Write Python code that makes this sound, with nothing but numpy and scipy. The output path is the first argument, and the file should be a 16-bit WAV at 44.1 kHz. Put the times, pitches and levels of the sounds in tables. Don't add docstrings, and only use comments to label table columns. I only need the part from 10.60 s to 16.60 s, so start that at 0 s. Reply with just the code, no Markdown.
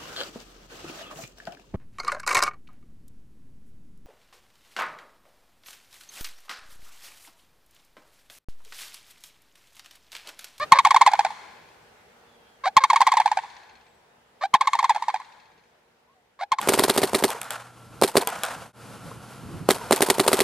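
import sys
import numpy as np
from scipy import signal
from scipy.fft import rfft, irfft, next_fast_len
from scipy.io import wavfile
from scipy.ndimage import uniform_filter1d, map_coordinates

SR = 44100
rng = np.random.default_rng(int(sys.argv[2]) if len(sys.argv) > 2 else 0)


def to_linear_factor(level_db):
    exponent = np.asarray(level_db, float) / 20
    return 10 ** exponent


def persist_wave(psi):
    counts = np.round(np.clip(psi, -1, 1) * 32767).astype(np.int16)
    wavfile.write(sys.argv[1], SR, np.atleast_2d(counts).T)


N = 264644
T = np.arange(N) / SR
FADE = 1 - T / 8.0


def unit(x):
    return x / np.sqrt(np.mean(x ** 2) + 1e-20)


def along(points, hz):
    f, v = np.transpose(points)
    return np.interp(np.log(hz + 1), np.log(f + 1), v)


def wobble(rate, size):
    knots = rng.standard_normal(int(size * rate / SR) + 4)
    return map_coordinates(knots, [np.arange(size) * rate / SR])


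def resonance(f, center, width):
    return 1j * f * width / (center ** 2 - f * f + 1j * f * width)


def filtered(x, response):
    m = next_fast_len(N + SR // 2)
    return irfft(rfft(x, m) * response(np.fft.rfftfreq(m, 1 / SR)), m)[..., :N]


def add(track, s, x):
    part = track[max(round(s * SR), 0):][:len(x)]
    part += x[:len(part)]


# frequency in Hz, level in dB per Hz.
RUSH = [(12, -56), (20, -26), (53, -9), (230, -7), (264, -12), (476, -3), (548, -7), (858, -5), (1100, -11),
        (1500, -11), (10100, -31), (15000, -35), (16300, -47)]
# frequency in Hz, side minus mid level in dB.
RUSH_SIDE = [(60, -15), (150, -11), (380, -5), (950, -2), (2380, 0), (5980, 0), (15000, 0)]
# frequency in Hz, level in dB.
HUM = [(238, -71), (471, -67), (587, -70)]


def air():
    z = signal.stft(rng.standard_normal((2, N + 512)), nperseg=512)[2]
    patches = rng.standard_normal(z.shape[1:])
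    patches = uniform_filter1d(uniform_filter1d(patches, 6, 0), 14, 1)
    pair = signal.istft(z * to_linear_factor(1.2 * unit(patches)), nperseg=512)[1][:, :N]
    mid, side = filtered(pair, lambda f: to_linear_factor(along(RUSH, f) + [0 * f, along(RUSH_SIDE, f)]))
    sway, drift = 2.5 * wobble(4, size=N), .6 * wobble(6, size=N)
    hum = sum(to_linear_factor(db + sway) * np.sin(2 * np.pi * hz * T + drift) for hz, db in HUM)
    earlier_echo_db = 9 * np.exp(-T / .25)
    level = to_linear_factor(-55.5 + earlier_echo_db + .7 * wobble(1.5, size=N)) / np.std(mid)
    return level * np.array([mid + side, mid - side]) + hum


# start in seconds, length in seconds, first pitch in Hz, last pitch in Hz, level in dB.
FAR_NOTES = [
    (1.65, .28, 3540, 3060, -71),
    (1.84, .14, 3420, 3190, -71),
    (3.24, .175, 7700, 8000, -78),
    (5.475, .075, 1010, 1150, -64),
    (5.545, .06, 775, 735, -65),
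]
FAR_WAVER = [.005, .005, .03, .02, .02]


def far_birds():
    out = np.zeros(N)
    edge_db = 12
    for (s, length, first_hz, last_hz, db), waver in zip(FAR_NOTES, FAR_WAVER):
        u = np.linspace(0, 1, round(length * SR))
        glide = first_hz + (last_hz - first_hz) * u
        pitch = glide * (1 + waver * wobble(300, size=len(u)))
        level = db + 3 - edge_db * (2 * u - 1) ** 4 + 2.5 * wobble(40, size=len(u))
        add(out, s, to_linear_factor(level) * np.sin(2 * np.pi * np.cumsum(pitch) / SR))
    return out


def reverberation(x, start, length, decays, swell):
    hz, t, z = signal.stft(rng.standard_normal((2, round(length * SR))), SR, nperseg=256)
    envelope = (1 - np.exp(-t / swell)) * to_linear_factor(-60 * t / along(decays, hz)[:, None])
    tail = signal.istft(z * envelope, SR, nperseg=256)[1]
    tail = .5 * tail[:1] + .8 * tail
    delayed = np.pad(x, (round(start * SR), 0))[None]
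    return signal.fftconvolve(delayed, tail / np.linalg.norm(tail[0]), axes=1)[:, :N]


def lawn(voices):
    return to_linear_factor(-30) * reverberation(voices, .008, .15, [(800, .12), (3000, .06)], swell=.003)


# frequency in Hz, gain in dB.
WALLS = [(400, -8), (650, 3), (850, -5), (1100, -1), (1400, 11), (2100, 4), (3000, 6), (6000, 8),
         (12000, 13)]
# frequency in Hz, t60 in seconds.
HOUSE_DECAY = [(300, .8), (900, 1.05), (3000, 1.15), (8000, .7), (15000, .5)]


def house_wash(voices):
    colored = filtered(voices, lambda f: to_linear_factor(along(WALLS, f)))
    return to_linear_factor(-28.5) * reverberation(colored, .08, 1.2, HOUSE_DECAY, swell=.2)


# frequency in Hz, gain in dB.
SLAP_COLOR = [(700, -30), (1100, -14), (2200, -1), (2900, 5), (5000, 2), (6500, -1), (10000, -26)]
# time in seconds, level in dB.
SLAP_LEVEL = [(.7, -37), (2.3, -22), (2.8, -31), (4.3, -20), (4.45, -30)]


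def far_slap(low):
    toward_wall = low * to_linear_factor(np.interp(T, *np.transpose(SLAP_LEVEL)))
    colored = filtered(toward_wall, lambda f: to_linear_factor(along(SLAP_COLOR, f)))
    return reverberation(colored, .492, .02, [(1000, .015)], swell=.001)


# frequency in Hz, level in dB.
BREATH = [(500, -40), (1000, -4), (1300, -6), (1700, 0), (2400, 1), (2850, -12), (3400, -2), (4500, -2),
          (5300, -10), (6600, -8), (10000, -19), (16000, -42)]


def breath():
    return unit(filtered(rng.standard_normal(N), lambda f: to_linear_factor(along(BREATH, f))))


def voiced(hz, throat, envelope, steep, count=14):
    k = np.arange(1, count + 1)[:, None]
    phase = 2 * np.pi * (k * np.cumsum(hz) / SR + rng.random((count, 1)))
    swell = envelope ** (1 + steep * np.sqrt(k - 1))
    return np.sum(to_linear_factor(along(throat, k * hz)) * swell * np.sin(phase), axis=0)


def rattle(pulses, blow, rebound, throat):
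    rise, hold, t60, sag, first, second, breath_db, away = blow
    gap_s, *rebound_db = rebound
    t = np.arange(SR // 60) / SR
    attack = np.sin(np.pi / 2 * np.clip(t / rise, 0, 1)) ** 1.5
    shape = attack * to_linear_factor(-60 * (np.maximum(t - rise - hold, 0) / t60) ** 2)
    gust = (1 - np.exp(-t / .0004)) * to_linear_factor(-60 * t / .023)
    arch = (1 - sag * ((t - .0045) / .004) ** 2).clip(.75, 1)
    tone, puff, rasp = np.zeros((3, N))
    times = np.transpose(pulses)[0]
    new_rattle = np.diff(times, prepend=-1) > .5
    into = times - np.maximum.accumulate(times * new_rattle)
    scatter = rng.standard_normal((len(pulses), 3))
    for (s, db, hz), tired_s, chance in zip(pulses, into, scatter):
        gap = gap_s + .0006 * chance[0]
        growth_db = tired_s * np.array(rebound_db[2:])
        first_db, second_db = np.minimum(rebound_db[:2] + growth_db + 1.5 * chance[1:], -1)
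        add(tone, s, to_linear_factor(db - .3) * voiced(1.025 * hz * arch, throat, shape, steep=.35))
        add(puff, s, to_linear_factor(db + breath_db - away * s + 1.5) * gust)
        loose_beats = [(-.0055, .9, -26), (gap, first, first_db),
                       (2 * gap, second, second_db), (3 * gap, second, second_db - 12)]
        for lag, ratio, rel_db in loose_beats:
            pitch = hz * ratio * (1 + .05 * wobble(300, size=len(t)))
            beat = voiced(pitch, throat, shape, steep=.08, count=4)
            add(tone, s + lag, to_linear_factor(db - 2.5 + rel_db) * beat)
            rasp_db = db + .8 * rel_db + breath_db - 3
            add(rasp, s + lag, to_linear_factor(rasp_db) * gust * (lag > 0))
    dull_rasp = filtered(rasp * breath(), lambda f: .4 + 1.6 * resonance(f, 2000, 1800))
    return tone + puff * breath() + dull_rasp


# frequency in Hz, level in dB.
HONK_THROAT = [(550, -9), (780, 4), (1100, 1), (1450, -13), (1800, -8), (2200, -11), (2800, -26),
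               (4000, -16), (6000, -33), (12000, -49)]


def honks(tables):
    out, hiss = np.zeros(N), breath()
    for rows in tables:
        s, hz, db, rough = np.transpose(rows)
        t = np.arange(s[0], s[-1], 1 / SR)
        rough = np.interp(t, s, rough)
        under_way = s[0] < .01
        edge = np.clip(np.minimum(t - s[0] + under_way, s[-1] - t) / .003, 0, 1)
        pitch = np.interp(t, s, hz) * (1 + .2 * rough * wobble(400, size=len(t)))
        voice = voiced(pitch, HONK_THROAT, np.ones(len(t)), steep=0)
        voice *= to_linear_factor(9 * rough * wobble(220, size=len(t)))
        voice += .25 * rough * hiss[max(round(s[0] * SR), 0):][:len(t)]
        add(out, s[0], edge * to_linear_factor(np.interp(t, s, db) + .5) * voice)
    return out


# frequency in Hz, width in Hz, level in dB.
WINDPIPE = [(850, 70, -9), (1060, 90, -16), (2200, 150, -14)]


def windpipe(voice):
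    def response(f):
        ring = 1 + sum(to_linear_factor(db) * resonance(f, hz, width) for hz, width, db in WINDPIPE)
        return ring / (1 + (545 / (f + 1)) ** 8)
    return filtered(voice, response)


# start in seconds, length in seconds, peak level in dB.
LOW_HONKS = [
    (.145, .036, -20),
    (2.204, .03, -27),
    (4.032, .03, -33),
]


def low_honk(s, length, db):
    at = np.array([0, .6, 1]) * length
    level = db - np.array([4, 0, 4])
    hz = 566 - 1000 * at
    return np.transpose([s + at, hz, level, .28 + 0 * at])


# time in seconds, peak level in dB, pitch in Hz.
LOW_PULSES = [(0.269, -7, 864), (0.344, -6, 859), (0.411, -5, 892), (0.473, -5, 831), (0.534, -8, 827),
              (0.591, -6, 809), (0.648, -10, 751), (0.704, -25, 855), (2.331, -7, 871), (2.405, -6, 888),
              (2.471, -4, 949), (2.537, -11, 839), (2.599, -6, 852), (2.658, -7, 838), (2.715, -10, 872),
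              (2.771, -11, 770), (2.835, -28, 892), (4.151, -11, 887), (4.227, -13, 882), (4.304, -14, 860),
              (4.36, -15, 850), (4.397, -35, 874), (4.422, -14, 934), (4.482, -11, 885), (4.541, -14, 790),
              (4.599, -26, 998)]
# rise in seconds, hold in seconds, t60 in seconds, pitch sag as a share, first and second
# rebound pitch ratio, breath in dB, breath loss in dB per second as the bird turns away.
LOW_BLOW = (.0025, .0015, .008, .02, .93, 1.16, -14, 1.8)
# gap in seconds, first and second level in dB, growth of each in dB per second of rattling.
LOW_REBOUND = (.0084, -10, -15, 9, 24)
# frequency in Hz, level in dB.
LOW_THROAT = [(500, -8), (850, 0), (1600, -17), (2400, -18), (2850, -32), (3400, -24), (4300, -25),
              (6000, -30), (9000, -36), (16000, -55)]


def low_crane():
    pulses = rattle(LOW_PULSES, LOW_BLOW, LOW_REBOUND, LOW_THROAT)
    return windpipe(pulses + honks([low_honk(*row) for row in LOW_HONKS]))


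# time in seconds, pitch in Hz, level in dB, roughness from 0 to 1.
OPENING_HONKS = [
    [(0, 565, -29, .12), (.012, 575, -26, .1), (.026, 612, -21, .08), (.038, 605, -22, .15),
     (.047, 600, -33, .3), (.06, 600, -48, .2)],
]
# seconds after its start, pitch in Hz, level in dB,
# roughness from 0 to 1.
HONK_STEPS = [(0, 555, -22, .3), (.005, 552, -12, .3), (.015, 540, -12, .35), (.016, 645, -8, .4),
              (.027, 655, -7, .4), (.028, 760, -3, .3), (.049, 770, -4, .3), (.053, 830, -15, .15),
              (.066, 850, -34, .1)]
# start in seconds, level in dB.
STEP_STARTS = [
    (2.036, -17),
    (3.809, -20),
    (5.789, -25),
]
# time in seconds, peak level in dB, pitch in Hz.
HIGH_PULSES = [(0.12, 3, 1061), (0.187, -4, 1074), (0.249, -4, 1074), (0.307, -6, 1077), (0.362, -5, 1057),
               (0.415, -5, 1043), (0.463, -5, 1004), (0.515, -19, 792), (2.167, 1, 1052), (2.237, -5, 1067),
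               (2.3, -7, 1068), (2.359, -7, 1081), (2.414, -6, 1008), (2.467, -8, 1029), (2.518, -10, 1040),
               (2.569, -8, 982), (3.939, -2, 1044), (4.009, -9, 1062), (4.072, -10, 1068),
               (4.132, -11, 1074), (4.189, -11, 1060), (4.242, -11, 1029), (4.294, -8.5, 964),
               (4.347, -22, 806), (5.918, -8, 1046), (5.985, -17, 1050)]
# seconds, seconds, seconds, share, ratio, ratio, dB, dB per second.
HIGH_BLOW = (.0024, .0022, .013, .03, .87, .84, -13, 0)
# seconds, dB, dB, dB per second, dB per second.
HIGH_REBOUND = (.0075, -3, -14, 2, 10)
# frequency in Hz, level in dB.
HIGH_THROAT = [(500, -12), (1050, 0), (1750, -19), (2200, -12), (2750, -34), (3300, -19), (4400, -21),
               (5500, -32), (6600, -24), (9000, -33), (16000, -52)]


def high_crane():
    stepped = [np.add(HONK_STEPS, [s, 0, db, 0]) for s, db in STEP_STARTS]
    pulses = rattle(HIGH_PULSES, HIGH_BLOW, HIGH_REBOUND, HIGH_THROAT)
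    return windpipe(pulses + honks(OPENING_HONKS + stepped))


def heard(x, pan, lead):
    side = np.array([[.5], [-.5]])
    return filtered(x, lambda f: to_linear_factor(side * along(pan, f)) * np.exp(1j * side * along(lead, f)))


# frequency in Hz, left minus right in dB.
HIGH_PAN = [(500, -2), (1050, 0), (2200, .3), (5000, -4), (15000, -2)]
LOW_PAN = [(500, -2), (850, -2), (1650, .8), (5000, -2), (15000, -2)]
# frequency in Hz, lead of the left in radians.
HIGH_LEAD = [(900, .12), (1500, .1), (2500, -.4), (4600, -1.3), (7000, -1.5), (15000, -1.3)]
LOW_LEAD = [(900, .15), (1500, .1), (2300, -.3), (3500, -1.5), (7800, -1.8), (15000, -1.5)]


def scene():
    high, low = high_crane(), low_crane()
    background = far_birds() + FADE ** 1.15 * air()
    echoes = lawn(high + low) + house_wash(high + low) + far_slap(low)
    direct = heard(high, HIGH_PAN, HIGH_LEAD) + heard(low, LOW_PAN, LOW_LEAD)
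    return direct + echoes + background


def roll_off(x):
    return signal.sosfilt(signal.butter(12, 16470, fs=SR, output="sos"), x)


def record(dry):
    ceiling = .92 * FADE
    excess = dry - dry / (1 + np.abs(dry / ceiling) ** 14) ** (1 / 14)
    thud = filtered(excess ** 2 / ceiling, lambda f: resonance(f, 185, 170) ** 3)
    shaved = filtered(excess, lambda f: 1 / (1 + (130 / (f + 1)) ** 4))
    mix = dry - shaved + to_linear_factor(4) * FADE ** 1.3 * thud
    return roll_off(filtered(mix, lambda f: f < 16400))


dry = scene()
out = record(dry)
persist_wave(out)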